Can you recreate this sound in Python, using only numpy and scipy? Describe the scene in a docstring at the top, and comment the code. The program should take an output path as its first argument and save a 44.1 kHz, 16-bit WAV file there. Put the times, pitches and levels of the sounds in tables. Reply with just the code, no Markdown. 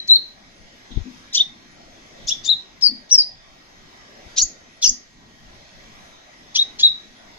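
"""A quiet home hums and hisses, and at once a sunbird in a wire cage whistles close to a two-port microphone.
Its syrinx has two sides: one whistles and squeaks in gliding, nearly pure tones, while the other
rasps in pulses whose overtones rise with the pulse rate; surfaces throw the chirps back as echoes.
As it flits about, its feet ring the perch as a sum of decaying modes, its feathers brush the air
as band-passed noise, and its wings push the microphone with slow swings of pressure."""
import sys
import numpy as np
from scipy import signal
from scipy.fft import rfft, irfft
from scipy.io import wavfile
from scipy.ndimage import uniform_filter1d, minimum_filter1d

SR = 44100
rng = np.random.default_rng(int(sys.argv[2]) if len(sys.argv) > 2 else 0)


def generate_wav(signal):
    """Clip the signal to [-1, 1] and save it as 16-bit WAV at the path in sys.argv[1]."""
    frames = np.transpose(np.atleast_2d(signal))
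    scaled = np.clip(frames, -1, 1) * 32767
    pcm = np.round(scaled).astype(np.int16)
    wavfile.write(sys.argv[1], SR, pcm)


N = 325458  # length [samples]

# Spectra of the background's three bands: (frequency [Hz], relative density [dB per Hz])
RUMBLE_SPECTRUM = [(12, -23.5), (20, 0), (38, -1.5), (54, -17), (70, -6.5), (102, -8.5), (191, -5.5),
                   (229, -4.5), (360, -9.5), (481, -14), (665, -10.5), (872, -15.5), (1500, -19),
                   (1950, -51.5), (3300, -120)]
HISS_SPECTRUM = [(880, -49), (1500, -12.5), (1660, -2), (1800, -8.5), (1840, -3.5), (1950, -0.5),
                 (2370, -4.5), (2850, -8.5), (3210, -5.5), (6360, -8.5), (7100, -15.5), (7500, -24.5),
                 (9360, -35.5), (15800, -120)]
FIZZ_SPECTRUM = [(4240, -23.5), (7200, -2.5), (7460, -10), (8670, -11), (10200, -6), (14300, -15),
                 (15500, -17.5)]
# Slow swell of the background; only departures from the mean count: (time [s], level [dB])
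SWELL = [(0.0, -55), (0.33, -56), (1.171, -51), (1.44, -55), (1.66, -54), (2.03, -52.5), (2.3, -50.5),
         (2.55, -54), (3.16, -57.5), (4.3, -50.5), (4.42, -53.5), (5.12, -57), (5.51, -53), (6.0, -51),
         (6.192, -53.5), (6.66, -51.5), (7.05, -53.5), (7.38, -52)]
# Likeness of the background at the two ports: (frequency [Hz], coherence before a ceiling of 0.9 [0-1])
COHERENCE = [(30, 0.38), (130, 1), (300, 0.68), (1000, 0.31), (4000, 0.38), (15000, 0.46)]
# Phase of the background between the ports: (frequency [Hz], lead of the left port [rad])
PHASE_LEAD = [(0, -0.5), (430, 0.56), (780, -2.5), (1810, -2), (2070, -4), (4390, -12), (6200, -18.5),
              (7410, -16), (8180, -25.5), (8870, -17.5), (9730, -26), (10600, -34), (12900, -45.5),
              (15300, -51)]
RUMBLE_DB, HISS_DB, FIZZ_DB = -52.5, -54.5, -74.5  # level of the mean of both ports, before panning
HISS_UNEVEN_DB = 2  # rms variation of the hiss over time and frequency
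WHINE_HZ, WHINE_DB = 1880, -67.5

# Whistled notes, one curve each: (time [s], pitch [Hz], relative level [dB])
WHISTLES = [
    [(0.0, 4060, -11), (0.01, 3980, -31), (0.075, 4000, -42)],
    [(0.079, 4600, -22), (0.084, 4300, -22), (0.091, 4090, -13), (0.1, 3904, -4), (0.114, 3954, 1),
     (0.128, 4050, 1), (0.152, 4096, -5), (0.16, 4327, 2.5), (0.166, 3830, -6.5), (0.174, 3550, -30)],
    [(1.349, 2785, -31.5), (1.357, 3130, -22), (1.368, 3170, -17), (1.381, 3704, -2), (1.388, 2890, -21),
     (1.396, 3170, -15.5), (1.403, 3530, -4.5), (1.412, 3634, -3), (1.422, 3630, -12), (1.434, 3480, -21)],
    [(2.307, 3170, -18.5), (2.324, 3520, -12.5), (2.33, 3200, -29)],
    [(2.476, 3610, -13), (2.488, 3620, -13), (2.493, 3850, -5), (2.502, 4107, -4.5), (2.52, 3805, -7.5),
     (2.528, 3706, -8.5), (2.538, 3744, -11.5), (2.545, 3340, -36)],
    [(2.82, 5255, -16), (2.836, 5080, -3), (2.847, 4875, -5.5), (2.862, 4906, 0), (2.869, 4720, -2.5),
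     (2.874, 4530, -6.5), (2.89, 4540, -11.5), (2.899, 4170, -22.5)],
    [(3.108, 5140, -23), (3.116, 5760, -4.5), (3.127, 5770, 2), (3.132, 6080, -5), (3.141, 5630, -5.5),
     (3.155, 5380, -0.5), (3.164, 5160, -19)],
    [(3.163, 5200, -12), (3.174, 5260, -23), (3.18, 5030, -6.5), (3.194, 4990, -3.5), (3.203, 4830, -9.5),
     (3.218, 4726, -8.5), (3.225, 4630, -16)],
    [(6.562, 2680, -29), (6.576, 3137, -13.5), (6.581, 3460, -14), (6.596, 3770, -4.5), (6.607, 3900, -7.5),
     (6.624, 3856, -6.5), (6.632, 3790, -10)],
    [(6.793, 3200, -22.5), (6.811, 3315, -27), (6.818, 3350, -25.5), (6.829, 3476, -18), (6.834, 3800, 3),
     (6.85, 3978, -1.5), (6.858, 3886, 2), (6.868, 3672, -8), (6.885, 3810, -12)],
]
# Direction, voice and room of each chirp: (time [s], left minus right [dB], mean lead of the right port [ms],
# room level [dB], roughness [0-1], brightness of the rasp [dB per octave], overtones of the notes [dB])
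POSES = [(0.12, 4, 0.13, -10, 0.06, 6, -45.5), (1.38, 3, -0.064, -10, 0.32, 2, -41.5),
         (2.29, 4.5, 0.027, -2, 0.42, 5.5, -43), (2.5, 10.5, 0.012, -6.5, 0.12, -1, -42.5),
         (2.85, 8, 0.072, -9.5, 0, 0, -39.5), (3.12, 5.5, 0.065, -11.5, 0.07, -1.5, -49),
         (3.17, 1, 0.096, -4.5, 0.1, -7, -51.5), (4.4, 3.5, -0.0042, -7.5, 0.5, -2, -37.5),
         (4.86, 3.5, 0.048, -7, 0.38, 3, -45), (6.6, 2.5, 0.11, -9.5, 0.26, -5, -46.5),
         (6.85, 1.5, 0.098, -7.5, 0.06, -5.5, -54)]
# Rasp that opens a chirp: (start [s], length [s], time to the peak [s], pulse rate aimed for [Hz],
# relative peak level [dB])
RASPS = [(0.071, .014, 0.01, 1845, -28.5), (1.329, 0.058, .026, 1550, -16.5),
         (2.265, 0.038, 0.03, 1505, -24.5), (2.433, 0.049, 0.018, 1695, -28.5),
         (2.805, 0.026, 0.0096, 1843, -33.5), (3.089, 0.023, 0.016, 1696, -33),
         (4.359, 0.052, .024, 1431, -17.5), (4.813, 0.069, 0.02, 1527, -19),
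         (6.542, 0.037, 0.022, 1492, -18), (6.785, 0.035, 0.017, 1677, -20)]
# Colour of the rasp before the brightness tilt: a throat band up to 7 kHz, then a steep fall: (frequency [Hz],
# gain [dB])
THROAT = [(1000, -45), (2000, -15), (2900, -6.5), (3400, 5.5), (4300, 10.5), (5900, 10), (7000, 5),
          (7500, -22), (8300, -19), (10000, -26), (14500, -23), (16000, -44)]
# Decay of the room's late tail: (frequency [Hz], time to fall 60 dB [s])
ROOM_DECAY = [(2500, 0.22), (4500, 0.33), (7000, 0.25), (14000, 0.38)]
# Landings of the feet: (time [s], peak level before panning [dB])
STEPS = [(0.906, -34.5), (0.971, -39.5), (1.054, -31), (1.072, -32.5), (2.888, -36.5), (2.914, -34),
         (4.871, -37), (4.896, -41.5), (7.054, -42)]
# Modes of perch and cage: (frequency [Hz], relative level [dB], time to fall 60 dB [s])
PERCH_MODES = [(215.6, -6, 0.34), (250.7, -8, 0.39), (264, -7.5, 0.26), (319, -13, 0.22), (448, -16, 0.051)]
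# Feathers brushing the air: (time [s], level [dB], length [s])
RUSTLES = [(0.922, -45.5, 0.012), (0.97, -47.5, 0.048), (2.235, -51, 0.051), (4.31, -58, 0.044)]
# Wings whirring in flight: (time [s], level [dB], length [s])
WHIRRS = [(2.18, -51.5, 0.13), (4.2, -52, 0.097)]
# Wing gusts on the microphone: (time [s], level before panning [dB], swing [Hz], left minus right [dB],
# turbulence relative to the swing [ratio])
GUSTS = [(0.93, -36, 30, 12, 0.26), (0.975, -27, 103, 23.5, 0.53), (0.977, -31, 284, 19, 0.22),
         (1.008, -35, 72, 29, 0.18), (0.977, -26.5, 42, 29.5, 0.22), (1.019, -38.5, 35.8, 31, 0.16),
         (2.221, -43.5, 45, 9, 0.64), (2.26, -43.5, 35.5, -14, 0.45), (3.14, -43, 27.2, 17.5, 0.2),
         (4.267, -41.5, 54.7, 11, 0.17), (4.443, -30.5, 27.2, 10, 0.06), (4.903, -34.5, 26.6, 15, 0.085)]
# Rough strokes that cross inside the chirps: (start [s], length [s], time to the bend [s],
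# start pitch [Hz], bend pitch [Hz], end pitch [Hz], relative level [dB], growth over the stroke [dB])
SQUEAKS = [ (1.326, 0.0088, 0.0067, 3400, 4000, 3600, -27, 1),
           (1.339, 0.018, 0.008, 4750, 5250, 5880, -22, 25),
           (1.346, 0.013, 0.005, 5530, 5650, 5450, -9, -13),
           (1.344, 0.028, 0.011, 5800, 6260, 6450, -17, -2),
           (1.345, 0.014, 0.009, 2770, 4380, 4350, -15, 9),
           (1.381, 0.0048, 0.004, 5100, 4940, 4840, -25, -3),
           (1.385, 0.016, 0.0073, 5930, 6000, 6140, -18.5, 2),
           (2.27, 0.016, 0.0058, 5530, 6730, 7100, -21, 2),
           (2.282, 0.017, 0.0075, 4520, 5510, 5820, -10.5, 1),
           (2.283, 0.019, 0.0067, 5620, 6300, 6200, -18, -1),
           (2.275, 0.028, 0.029, 3376, 3810, 3770, -23, -6),
           (2.294, 0.015, 0.0063, 2750, 2860, 2800, -25.5, 4),
           (2.447, 0.033, 0.012, 5460, 7170, 6900, -18, 1),
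           (2.457, 0.014, 0.0087, 3840, 3590, 3400, -16.5, -1),
           (3.216, 0.0071, 0.0043, 4850, 4320, 3400, -14.5, 3),
           (4.36, 0.015, 0.0081, 3750, 4010, 4800, -30, 10),
           (4.373, 0.015, 0.008, 5570, 6240, 6700, -9.5, 9), (4.381, 0.028, 0.015, 5630, 6020, 5560, -7, 2),
           (4.387, 0.01, 0.0055, 3780, 4000, 4150, -18, -8), (4.4, 0.019, 0.0097, 4320, 4630, 4670, -12, 3),
           (4.387, 0.02, 0.0089, 6760, 6860, 6850, -15, -3),
           (4.383, 0.02, 0.0079, 2900, 2960, 3000, -28.5, -5),
           (4.413, 0.013, 0.007, 5390, 6440, 6500, -3.5, 3),
           (4.422, 0.02, 0.0052, 6770, 6930, 6320, -5.5, -10),
           (4.415, 0.021, 0.006, 4540, 4950, 5320, -18, 0),
           (4.822, 0.0049, 0.0048, 4700, 4200, 3850, -27, -3),
           (4.825, 0.021, 0.005, 4860, 5700, 6090, -9.5, 8),
           (4.826, 0.022, 0.0127, 3490, 3416, 2880, -15.5, -10),
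           (4.83, 0.012, 0.007, 6700, 7000, 6700, -19, 0),
           (4.841, 0.036, 0.0089, 6190, 5490, 5480, -6, -13),
           (4.844, 0.022, 0.0072, 3030, 2770, 2830, -22, -4),
           (4.854, 0.013, 0.0065, 3220, 3540, 3860, -37, 0),
           (4.848, 0.023, 0.011, 6200, 6350, 6080, -9.5, 2),
           (4.869, 0.012, 0.0076, 4670, 4910, 5780, -5, 0),
           (4.874, 0.021, 0.015, 6120, 6850, 7000, -10, -4),
           (4.891, 0.0082, 0.005, 6440, 6220, 5600, -3.5, 0),
           (6.551, 0.014, 0.0084, 3500, 3420, 3260, -8.5, 0),
           (6.558, 0.016, 0.012, 4780, 6200, 6400, -8.5, -9),
           (6.552, 0.018, 0.0063, 5600, 5900, 5970, -13.5, 3),
           (6.56, 0.009, 0.0045, 6750, 6600, 6700, -40, 0),
           (6.798, 0.034, 0.015, 6400, 6700, 6830, -24, -8.5)]

NOTE_ATTACK_S, NOTE_RELEASE_S = 0.0029, 0.0028
NOTE_TOP_HZ = 7250  # ceiling on the fundamental alone
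WAVER_DB, WAVER_HZ = 1.6, 80  # rms waver of a note's level, and its rate
WOBBLE, WOBBLE_HZ = 0.0077, 130  # rms share by which a note's pitch wanders, and its rate
RASP_START_HZ, RASP_CLIMB = 924.4, 1.4  # the pulse rate climbs for this many times the rise of the level
RASP_ONSET_DB, RASP_END_DB = -17, -9  # against the peak
RASP_FLUTTER, RASP_JITTER, RASP_NOISE_DB = 0.28, 0.04, -8
LEAD_SCATTER_MS = 0.073  # spread of direction between the strokes of a chirp of roughness 1
EDGE_HZ = 15550  # upper band limit


def gain_of(db):
    """Decibel definition: 20 dB is a factor of ten in amplitude."""
    return 10 ** (np.asarray(db) / 20)


def evened(x):
    """Normalization: scales to an rms of 1."""
    return x / np.sqrt(np.mean(x ** 2) + 1e-20)


def read(points, hz):
    """Interpolation of a spectrum along a logarithmic frequency axis."""
    f, value = np.transpose(points)
    return np.interp(np.log(hz + 1), np.log(f + 1), value)


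def add(mix, s, sound):
    """Superposition: adds a stereo sound to the mix at time s."""
    part = mix[:, max(round(s * SR), 0):][:, :sound.shape[1]]
    part += sound[:, :part.shape[1]]


def panned(x, pan_db):
    """Level difference: splits a sound between left and right."""
    return x * gain_of([[pan_db / 2], [-pan_db / 2]])


def wander(size, hz):
    """Low-pass noise: smooth chance, scaled to an rms of 1, that rolls off above hz."""
    f = np.fft.rfftfreq(size + 4096, 1 / SR)
    spectrum = rfft(rng.standard_normal(2 * len(f) - 2))
    smooth = irfft(spectrum / (1 + (f / hz) ** 4))
    return evened(smooth)[:size]


def wash(spectrum, db, pan_db, uneven_db, follow):
    """Partially coherent noise: a swelling band, uneven over time and frequency, out of phase at the ports."""
    frames, hz = N // 512 + 5, np.fft.rfftfreq(2048, 1 / SR)
    a, b, c, d, uneven = rng.standard_normal((frames, len(hz), 5)).T
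    uneven = uniform_filter1d(uneven, size=12, axis=0)
    uneven = evened(uniform_filter1d(uneven, size=10, axis=1))
    s, swell_db = np.transpose(SWELL)
    swell_db = np.interp(np.linspace(0, N / SR, frames), s, swell_db - swell_db.mean())

    same = np.clip(read(COHERENCE, hz), 0, .9)[:, None]
    lead = np.interp(hz, *np.transpose(PHASE_LEAD))[:, None]
    left = a + 1j * b
    right = same * left * np.exp(-1j * lead) + np.sqrt(1 - same ** 2) * (c + 1j * d)
    z = np.array([left, right]) / np.sqrt(1 + same * np.cos(lead))  # the sum of both ports keeps the spectrum
    z *= gain_of(read(spectrum, hz)[:, None] + uneven_db * uneven + follow * swell_db)
    noise = signal.istft(z, nperseg=2048, noverlap=1536)[1][:, :N]
    return panned(gain_of(db) * noise / noise.mean(0).std(), pan_db)


def home():
    """Ambient noise: distant rumble, soft hiss, a high fizz and the faint, wavering whine of an appliance."""
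    whine_hz = WHINE_HZ + 2.3 * wander(N, 6.1)
    whine = np.sin(2 * np.pi * np.cumsum(whine_hz) / SR)
    rumble = wash(RUMBLE_SPECTRUM, RUMBLE_DB, pan_db=1.0, uneven_db=2.5, follow=0.9)
    hiss = wash(HISS_SPECTRUM, HISS_DB, pan_db=0.0, uneven_db=HISS_UNEVEN_DB, follow=0.95)
    fizz = wash(FIZZ_SPECTRUM, FIZZ_DB, pan_db=-1.0, uneven_db=6.5, follow=1.2)
    return rumble + hiss + fizz + gain_of(WHINE_DB) * evened(whine)


def pose(s):
    """Nearest neighbour in time: the row of the chirp closest to time s."""
    return min(POSES, key=lambda row: abs(row[0] - s))


def membrane(hz, jitter, jitter_hz):
    """Frequency modulation: a membrane follows its tension smoothly, with a tremble; phase sums pitch."""
    pitch = uniform_filter1d(hz, size=130) * (1 + jitter * wander(len(hz), jitter_hz))
    return pitch, 2 * np.pi * np.cumsum(pitch) / SR


def gate(t, attack, release):
    """Amplitude envelope: linear attack, hold and linear release over the times t."""
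    return np.clip(np.minimum(t / attack, (t[-1] - t) / release), 0, 1)


def tone(s, glide, db, jitter, flutter, third_db=-2):
    """Harmonic series: a gliding fundamental with two faint overtones, shaken in pitch and level when rough."""
    t = np.arange(len(glide)) / SR
    rough, overtone_db = pose(s)[4], pose(s)[6]
    wobbled = glide * (1 + WOBBLE * wander(len(t), WOBBLE_HZ))
    _, phase = membrane(wobbled, jitter * rough, jitter_hz=376)
    level = gain_of(db + WAVER_DB * wander(len(t), WAVER_HZ)) * gate(t, NOTE_ATTACK_S, NOTE_RELEASE_S)
    shake = evened(np.exp(flutter * rough * wander(len(t), 380)))
    level = level * np.sqrt(2) * shake
    overtones = gain_of(overtone_db) * (np.sin(2 * phase) + gain_of(third_db) * np.sin(3 * phase))
    ceiling = signal.butter(16, NOTE_TOP_HZ, fs=SR, output="sos")
    return signal.sosfilt(ceiling, level * np.sin(phase)) + level * overtones


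def whistle(note):
    """Tonal phonation: a nearly pure tone follows the pitch and level curve of one note."""
    s, hz, db = np.transpose(sorted(note))
    t = np.arange(s[0], s[-1], 1 / SR)
    return s[0], tone(s[0], np.interp(t, s, hz), np.interp(t, s, db), jitter=0.031, flutter=0.59)


def rasp(s, length, peak_s, top_hz, peak_db, attack=0.008, release=0.0017):
    """Source-filter principle: uneven pulses speed up as they swell; the throat shapes them and turbulence."""
    t = np.arange(0, length, 1 / SR)
    rate = np.interp(t, [0, RASP_CLIMB * peak_s], [RASP_START_HZ, top_hz])
    pitch, phase = membrane(rate, jitter=RASP_JITTER, jitter_hz=434)
    swell_db = np.interp(t, [0, peak_s, length], [RASP_ONSET_DB, 0, RASP_END_DB])
    level = gain_of(peak_db + swell_db) * gate(t, attack, release)

    brightness = pose(s)[5]
    throat = [(hz, db + brightness * np.log2(hz)) for hz, db in THROAT]  # a wider beak is brighter
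    stack = 0
    for k in range(1, 15):
        audible = k * pitch < SR / 2
        stack = stack + gain_of(read(throat, k * pitch)) * audible * np.cos(k * phase)
    colour = gain_of(read(throat, np.fft.rfftfreq(len(t), 1 / SR)))
    turbulence = irfft(rfft(rng.standard_normal(len(t))) * colour, len(t))
    voice = evened(stack) + gain_of(RASP_NOISE_DB) * evened(turbulence)
    return level * evened(voice * (1 + RASP_FLUTTER * wander(len(t), 1300)))


def room(early_t60=0.073, late_db=-5, first=0.0024, echoes_per_s=450):
    """Impulse response: close surfaces give sparse early echoes, the walls a tail that decays by frequency."""
    t = np.arange(SR // 2) / SR
    signs = rng.choice([-1., 1.], (2, len(t)))
    hits = rng.random(signs.shape) < echoes_per_s / SR
    early = signs * hits * (t > first) * gain_of(-60 * t / early_t60)
    hz, age, z = signal.stft(signs * (t > .012), SR, nperseg=256)
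    decay = gain_of(-60 * age / read(ROOM_DECAY, hz)[:, None])
    late = signal.istft(z * decay, SR, nperseg=256)[1][:, :len(t)]
    return (evened(early) + gain_of(late_db) * evened(late)) / np.sqrt(len(t))


def placed(s, x):
    """Stereo localization: direct sound with level and time differences, plus echoes by convolution."""
    _, pan_db, lead_ms, room_db, rough, *_ = pose(s)
    lead_ms = lead_ms + LEAD_SCATTER_MS * rough * rng.standard_normal()
    echo = signal.fftconvolve(x[None], room(), axes=1)
    size = echo.shape[1]
    delay_s = np.array([[lead_ms], [-lead_ms]]) / 2000  # half to each port, ms to s
    lag = np.exp(-2j * np.pi * np.fft.rfftfreq(size, 1 / SR) * delay_s)
    direct = irfft(rfft(x, size) * lag, size) * evened(panned(1, pan_db))
    direct_rms = np.sqrt(np.mean(direct ** 2))
    return direct + gain_of(room_db) * evened(echo) * direct_rms


def bird(whistle_db=-6.5, squeak_db=-9.5, rasp_db=-1):
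    """Two-source phonation: both sides of the syrinx superposed."""
    out = np.zeros((2, N))
    for s, sound in map(whistle, WHISTLES):
        add(out, s, gain_of(whistle_db) * placed(s, sound))
    for s, *burst in RASPS:
        add(out, s, gain_of(rasp_db) * placed(s, rasp(s, *burst)))
    for s, *stroke in SQUEAKS:
        add(out, s, gain_of(squeak_db) * placed(s, squeak(s, *stroke)))
    return out


def perch(pan_db=11, rise=0.001):
    """Modal synthesis: soft landings ring the low, exponentially decaying modes of perch and cage."""
    out, t = np.zeros((2, N)), np.arange(SR // 2) / SR
    for s, db in STEPS:
        ring = 0
        for hz, mode_db, t60 in PERCH_MODES:
            decay = gain_of(mode_db - 60 * t / t60)
            ring = ring + decay * np.sin(2 * np.pi * (hz * t + rng.random()))
        ring = ring * (1 - np.exp(-t / rise))  # soft onset
        knock = gain_of(db) * ring / abs(ring).max()
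        add(out, s, panned(knock, pan_db / 2) * gain_of([[0], [-pan_db / 2]]))
    return out


def feathers(swishes, low_hz, high_hz):
    """Band-passed flow noise: soft, narrow swishes of air through the wing feathers."""
    t = np.arange(N) / SR
    swell = sum(gain_of(db) * np.exp(-((t - s) / length) ** 2) for s, db, length in swishes)
    band = signal.butter(2, [low_hz, high_hz], "bandpass", fs=SR, output="sos")
    return swell * evened(signal.sosfilt(band, rng.standard_normal((2, N))))


def wings(eddy_hz=230):
    """Near-field pressure: each gust is a slow swing under a Gaussian envelope, with turbulent eddies."""
    out, t = np.zeros((2, N)), np.arange(-.06, .06, 1 / SR)
    for s, db, hz, pan_db, turbulence in GUSTS:
        swell = np.exp(-(1.9 * hz * t) ** 2)
        push = np.cos(2 * np.pi * hz * t) + turbulence * wander(len(t), eddy_hz)
        add(out, s + t[0], panned(gain_of(db) * swell * push, pan_db))
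    return out


def squeak(s, length, bend_s, start_hz, bend_hz, end_hz, db, growth_db):
    """Rapid frequency sweep: a brief stroke darts to its bend and away."""
    t = np.arange(0, length, 1 / SR)
    glide = np.interp(t, [0, bend_s, length], [start_hz, bend_hz, end_hz])
    return tone(s, glide, db + growth_db * (t / length - .5), jitter=0.047, flutter=0.43)


def scene():
    """Superposition of the home, the bird's voice and its movements."""
    rustles = feathers(RUSTLES, low_hz=3230, high_hz=3900)
    whirrs = feathers(WHIRRS, low_hz=480, high_hz=705)
    return home() + bird() + perch() + rustles + whirrs + wings()


def record(dry):
    """Peak limiting and low-pass filtering: a quick gain holds peaks under full scale before the band limit."""
    gain = np.minimum(1, .9 / (abs(dry).max(0) + 1e-9))
    gain = uniform_filter1d(minimum_filter1d(gain, size=220), size=220)
    band_limit = signal.firwin(511, EDGE_HZ, window=("kaiser", 9), fs=SR)
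    return signal.oaconvolve(dry * gain, band_limit[None], "same")


dry = scene()
out = record(dry)
generate_wav(out)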